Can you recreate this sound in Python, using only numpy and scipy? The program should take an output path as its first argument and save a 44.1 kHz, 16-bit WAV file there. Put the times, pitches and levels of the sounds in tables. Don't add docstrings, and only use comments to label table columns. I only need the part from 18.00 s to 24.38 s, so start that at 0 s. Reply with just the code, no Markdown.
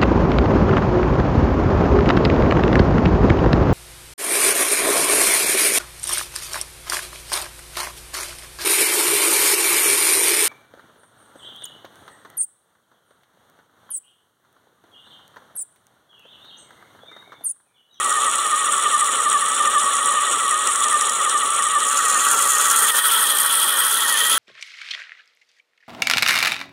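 import sys
import numpy as np
from scipy import signal
from scipy.fft import rfft, irfft, next_fast_len
from scipy.io import wavfile
from scipy.ndimage import uniform_filter1d, minimum_filter1d, map_coordinates

SR = 44100
rng = np.random.default_rng(int(sys.argv[2]) if len(sys.argv) > 2 else 0)


def dump(signal):
    limited = np.clip(np.atleast_2d(signal).T, -1, 1)
    pcm = np.round(limited * 32767).astype(np.int16)
    wavfile.write(sys.argv[1], SR, pcm)


def gain_from_db(level_db):
    decades = np.asarray(level_db, float) / 20
    return 10 ** decades


N = 281358

# share of the lap, commutator gain f/Hz
BELT_UNEVENNESS = [(0.0, 32.4), (0.056, -15.0), (0.111, 18.9), (0.167, -2.8), (0.222, -31.9), (0.278, 11.3),
                   (0.333, -10.7), (0.389, -23.7), (0.444, -40.6), (0.5, -20.8), (0.556, 8.6),
                   (0.611, -20.9), (0.667, 9.5), (0.722, 1.8), (0.778, -9.9), (0.833, 35.3), (0.889, 27.3),
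                   (0.944, 15.0)]
# t/s, commutator f/Hz, flyer lead/turns, swing from lopsided load f/Hz, belt lead/laps
DRIVE = [(0.0, 642, 0.13, 17.6, 0.02), (0.49, 645, 0.07, 21.7, 0.022), (0.98, 647, 0.1, 25.3, 0.025),
         (1.47, 634, 0.1, 24.7, 0.02), (1.96, 639, 0.01, 25.9, 0.003), (2.45, 647, 0.03, 17.3, 0.006),
         (2.94, 641, -0.02, 17.3, 0.003), (3.44, 650, 0.02, 18.7, 0.006), (3.93, 633, 0.04, 15.8, 0.002),
         (4.42, 654, 0.07, 4.7, 0.002), (4.91, 639, 0.12, 6.5, 0.016), (5.4, 634, 0.24, 3.8, 0.012),
         (5.89, 647, 0.32, 5.6, 0.015), (6.38, 631, 0.43, 9.0, 0.015)]


def motor():
    belt_laps_per_s = 2.507
    steady_hz, _, lopsided_hz, lead_laps = curves(DRIVE)
    lap = belt_laps_per_s * np.arange(N) / SR + lead_laps
    belt_hz = np.transpose(BELT_UNEVENNESS)[1]
    swing_hz = map_coordinates(belt_hz, [lap % 1 * len(belt_hz)], mode="grid-wrap")
    swing_hz = swing_hz + lopsided_hz * np.cos(2 * np.pi * flyer())
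    slack = np.tanh((swing_hz - uniform_filter1d(swing_hz, size=SR // 8)) / 25)
    braking_db = -0.27 * np.gradient(swing_hz) * SR / 100
    load_db = braking_db - 0.12 * swing_hz
    saturates_db = 8
    load_db = np.minimum(load_db, saturates_db * np.tanh(load_db / saturates_db))
    count = np.cumsum(steady_hz + swing_hz) / SR
    return count, slack, braking_db, load_db


def flyer():
    turns_per_s = 12.04
    return turns_per_s * np.arange(N) / SR + curves(DRIVE)[1]


def whine(tones, count, slack, swing_db):
    phase = 2 * np.pi * count + 0.1 * wobble(90)
    lines = 0
    for multiple, db, share in tones:
        lines = lines + gain_from_db(db + share * swing_db + 1.2 * wobble(40)) * np.sin(multiple * phase)
    return lines + gain_from_db(1.8 * slack) * patchy(rng.standard_normal(N), depth_db=2.18)


# multiple of the bar rate, level over the noise/dB, share of the braking swing (0-1)
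LOW_TONES = [(1.8, -20, 0), (2, -6.5, .45)]
# f/Hz, level/dB per Hz
HOUSING_RESONANCES = [
    [(800, -45), (950, -52), (1050, -19.5), (1120, 3), (1190, 3.5), (1260, -6), (1340, -10.5), (1450, -8.5),
     (1540, -16.5), (1700, -14.5), (1800, -7), (1920, -21), (2050, -27), (2400, -53)],
    [(800, -40), (950, -28), (1050, -23), (1130, 4), (1200, 0.5), (1270, -11), (1345, -3.5), (1450, -4),
     (1540, -8), (1700, -11), (1850, -17), (1950, -24), (2050, -41), (2400, -48)],
    [(800, -11), (950, 3), (1050, -7), (1120, 9.5), (1200, -4), (1260, -2), (1335, 3.5), (1450, 7),
     (1550, 3), (1700, -0.5), (1850, 4), (1950, -6.5), (2050, -40), (2400, -42)],
]


def housing(count, slack, swing_db):
    level = gain_from_db(by_side([-22, -19.5, -22.5, -25]))
    return level * heard(whine(LOW_TONES, count, slack, swing_db), HOUSING_RESONANCES)


# multiple of the bar rate, level over the noise/dB, share of the braking swing (0-1)
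HIGH_TONES = [(4, -24, .2), (5, -19, .3), (6, -21, .24)]
# f/Hz, level/dB per Hz
BEARING_RESONANCES = [
    [(1240, -35), (2100, 2), (2260, 5.5), (2390, 2.5), (2700, 5), (3000, 10.5), (3250, 9.5), (3470, 12.5),
     (3780, 4), (4140, 3), (4600, -16.5), (5980, -26), (10100, -120)],
    [(1240, -30), (2100, -8), (2250, -10), (2620, -3), (2990, -4), (3100, -5), (3300, 0), (3540, -5),
     (3640, -12), (4140, -5), (4600, -21), (5980, -39.5), (10100, -120)],
    [(1240, -21), (2100, -12.5), (2280, -15), (2430, -10.5), (2800, -11.5), (3090, 0), (3240, 3.5),
     (3470, 0), (3750, -11), (4090, -8), (4600, -22), (5980, -25), (10100, -120)],
]


def bearing(count, slack, swing_db):
    level = gain_from_db(by_side([-31.5, -30.5, -25.5, -22.5]))
    return level * heard(whine(HIGH_TONES, count, slack, swing_db), BEARING_RESONANCES)


# f/Hz, level/dB per Hz
BRUSH_SPECTRA = [
    [(3800, -45), (4400, -37), (4700, -27), (5250, -25), (5680, -5.5), (6250, -17), (6900, 2), (7550, -2.5),
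     (8500, 5), (9350, -4), (9950, 2), (10800, -18), (11900, -23.5), (15800, -24)],
    [(2590, -33), (4400, -15), (5060, -22), (5390, -9), (5900, -10.5), (6680, 3.5), (7010, 4), (8450, -3),
     (8960, 4), (9920, -2), (10500, -11), (11200, -16), (13500, -17), (15100, -17), (15800, -42.5)],
    [(2590, -43), (4400, -14), (5510, -12), (6330, -14), (6640, -6), (6930, -15), (7470, -9), (7880, -5.5),
     (8680, 3), (9610, 3.5), (10600, -3.5), (11300, -8.5), (12800, -1), (14000, -12), (15800, -11)],
    [(2590, -39), (4400, -8), (5600, -17), (6070, -6), (6820, -4), (7720, -7), (8230, -14), (8410, -25),
     (9710, -2), (10400, 6), (11600, -11), (12400, -25), (14100, -16), (15100, -8), (15800, -18)],
]


def brushes(count, slack):
    bar = np.flatnonzero(np.diff(np.floor(count)))
    size, late = rng.standard_normal((len(bar), 2)).T
    sizes = gain_from_db(5 * np.clip(size, -2, 2))
    struck = np.clip(bar + np.round(6 * late).astype(int), 0, N - 1)
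    contacts = np.bincount(struck, sizes, N)
    decay = gain_from_db(-60 * np.arange(200) / SR / 0.0051)
    gate = signal.fftconvolve(contacts, decay)[:N]
    bars_per_turn = 10
    throb = np.cos(2 * np.pi * count / bars_per_turn + 1.85 * wobble(4))
    swell = gain_from_db(1.5 * slack + 2.23 * throb + 1.12 * wobble(55))
    rattle = patchy(rng.standard_normal(N) * (1.2 + unit(gate)), depth_db=1.5)
    return gain_from_db(by_side([-24.5, -19, -19, -19.5])) * heard(swell * rattle, BRUSH_SPECTRA)


def squeal(count, load_db):
    hz = 3 * np.gradient(count) * SR
    cap_db = -0.1 * np.clip(hz - 1925, 0, None)
    level_db = by_side([-33, -30.5, -31.5, -18.5]) + load_db
    phase = 2 * np.pi * count + 0.1 * wobble(90)
    return gain_from_db(level_db + cap_db + 0.3 + 1.4 * wobble(60)) * np.sin(3 * phase)


# t/s, peak level/dB
HARD_TICKS = [(0.2448, -23), (1.1164, -23), (1.5524, -25), (1.6247, -24), (1.7943, -24), (1.9659, -22),
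              (2.6728, -17), (2.7127, -23), (2.7576, -18), (2.8414, -17), (2.8828, -22), (2.9277, -23),
              (3.0106, -16), (3.0949, -15), (3.2136, -23), (3.2959, -19), (3.3797, -22), (3.6292, -22),
              (3.8033, -20), (3.8886, -23), (3.9709, -21), (4.0592, -21), (4.2068, -21), (4.3894, -21),
              (4.7177, -21), (4.7646, -20), (4.8753, -18), (4.9571, -22), (5.3857, -23), (6.0072, -21)]
# f/Hz, level/dB
HOOK_SPECTRUM = [(2000, -10), (3500, 3), (4600, -4), (5700, 6), (7000, 10), (9000, 12), (11000, 2),
                 (13000, -25), (16000, -23)]


def hook():
    out, t = np.zeros(N + SR), np.arange(SR // 50) / SR
    hook_at_turn = 0.69
    turns = np.flatnonzero(np.diff(np.floor(flyer() - hook_at_turn))) / SR
    late, size = rng.standard_normal((len(turns), 2)).T
    light_ticks = zip(abs(turns + 0.003 * late), -27.5 + 1.8 * size)
    for s, db in [*HARD_TICKS, *light_ticks]:
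        attack = 1 - np.exp(-t / 0.0003)
        decay = gain_from_db(db + 7 - 60 * t / 0.015)
        out[round(s * SR):][:len(t)] += decay * attack * rng.standard_normal(len(t))
    return coloured(out[:N], HOOK_SPECTRUM)


# multiple of the bar rate, level over the noise/dB
BOARD_TONES = [(1, -25), (1.35, -20)]
# f/Hz, level/dB per Hz
BOARD_RESONANCES = [(15, -66), (25, -48), (60, -35), (156, -25.5), (200, -11.5), (264, -7.5), (309, -11),
                    (396, -3), (462, -2), (500, -5), (548, 2), (681, -9.5), (783, -4), (873, -2.5),
                    (1020, -1), (1330, -4.5), (2240, -120)]


def board(count):
    lines = 0
    for multiple, db in BOARD_TONES:
        lines = lines + gain_from_db(db + 1.5 * wobble(30)) * np.sin(2 * np.pi * multiple * count)
    lumps = gain_from_db(0.75 * wobble(10) + 1.8 * wobble(30)) * rng.standard_normal(N)
    return gain_from_db(by_side([-36, -34.5, -37, -37.5])) * unit(coloured(lines + lumps, BOARD_RESONANCES))


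# t/s, length/s, loss/dB
LEVEL_DIPS = [
    (4.907, 0.036, 5.5),
    (4.999, 0.042, 5.5),
]


def dip_gain():
    t = np.arange(N) / SR
    loss_db = sum(db * ((t > s) & (t < s + length)) for s, length, db in LEVEL_DIPS)
    edge_s = 0.0087
    return gain_from_db(-uniform_filter1d(loss_db, size=round(edge_s * SR)))


# t/s, side (0 front, 1 corner, 2 end, 3 above the end), nearness level/dB
PHONE_PATH = [(0, 0.2, 0), (.35, .01, 0.1), (1.3, 0, 0.53), (2.5, 0, 0.6), (3.5, 0, 0.25),
              (3.75, -0.07, 0.2), (3.95, 0.6, -0.1), (4.3, 1.23, -0.1), (4.55, 1.26, 0), (4.8, 1.5, 1.4),
              (5.0, 1.98, 2), (5.25, 2, -.3), (5.85, 2, -0.2), (6.1, 2.5, -0.6), (6.38, 2.5, 0.7)]


def by_side(levels_db):
    side, near_db = curves(PHONE_PATH)
    return near_db + np.interp(side, np.arange(len(levels_db)), levels_db)


def heard(x, spectra):
    side = np.clip(curves(PHONE_PATH)[0], 0, len(spectra) - 1)
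    mix = 0
    for k, spectrum in enumerate(spectra):
        mix = mix + np.clip(1 - abs(side - k), 0, 1) * coloured(x, spectrum)
    return unit(mix)


def coloured(x, spectrum):
    m = next_fast_len(N + 8192)
    hz, db = np.transpose(spectrum)
    log_hz = np.log(np.fft.rfftfreq(m, 1 / SR) + 1)
    gain = gain_from_db(np.interp(log_hz, np.log(hz + 1), db, -120, -120))
    return irfft(rfft(x, m) * unit(gain), m)[:N]


def patchy(x, depth_db):
    z = signal.stft(x, nperseg=256)[2]
    field = uniform_filter1d(rng.standard_normal(z.shape), size=8, axis=0)
    field = uniform_filter1d(field, size=7, axis=1)
    return signal.istft(z * gain_from_db(depth_db * unit(field)), nperseg=256)[1][:N]


def wobble(rate):
    knots = rng.standard_normal(int(N * rate / SR) + 4)
    return map_coordinates(knots, [np.arange(N) * rate / SR])


def curves(rows):
    s, *cols = np.transpose(rows)
    return [np.interp(np.arange(N) / SR, s, c) for c in cols]


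def unit(x):
    return x / np.sqrt(np.mean(x ** 2) + 1e-20)


def scene():
    count, slack, braking_db, load_db = motor()
    swing_db = np.clip(braking_db - 4, -10, 0)
    machine = housing(count, slack, swing_db) + bearing(count, slack, swing_db)
    machine = machine + brushes(count, slack) + board(count) + hook()
    return (dip_gain() * machine + squeal(count, load_db))[None]


def roll_off(x):
    return signal.sosfilt(signal.butter(12, 16990, fs=SR, output="sos"), x)


def record(dry):
    needed = np.minimum(1, 0.68 / (abs(dry) + 1e-9))
    gain = uniform_filter1d(minimum_filter1d(needed, size=161), size=81)
    passed = np.fft.rfftfreq(N, 1 / SR) < 15720
    kept = irfft(rfft(dry * gain) * passed, N)
    return roll_off(kept)


dry = scene()
out = record(dry)
dump(out)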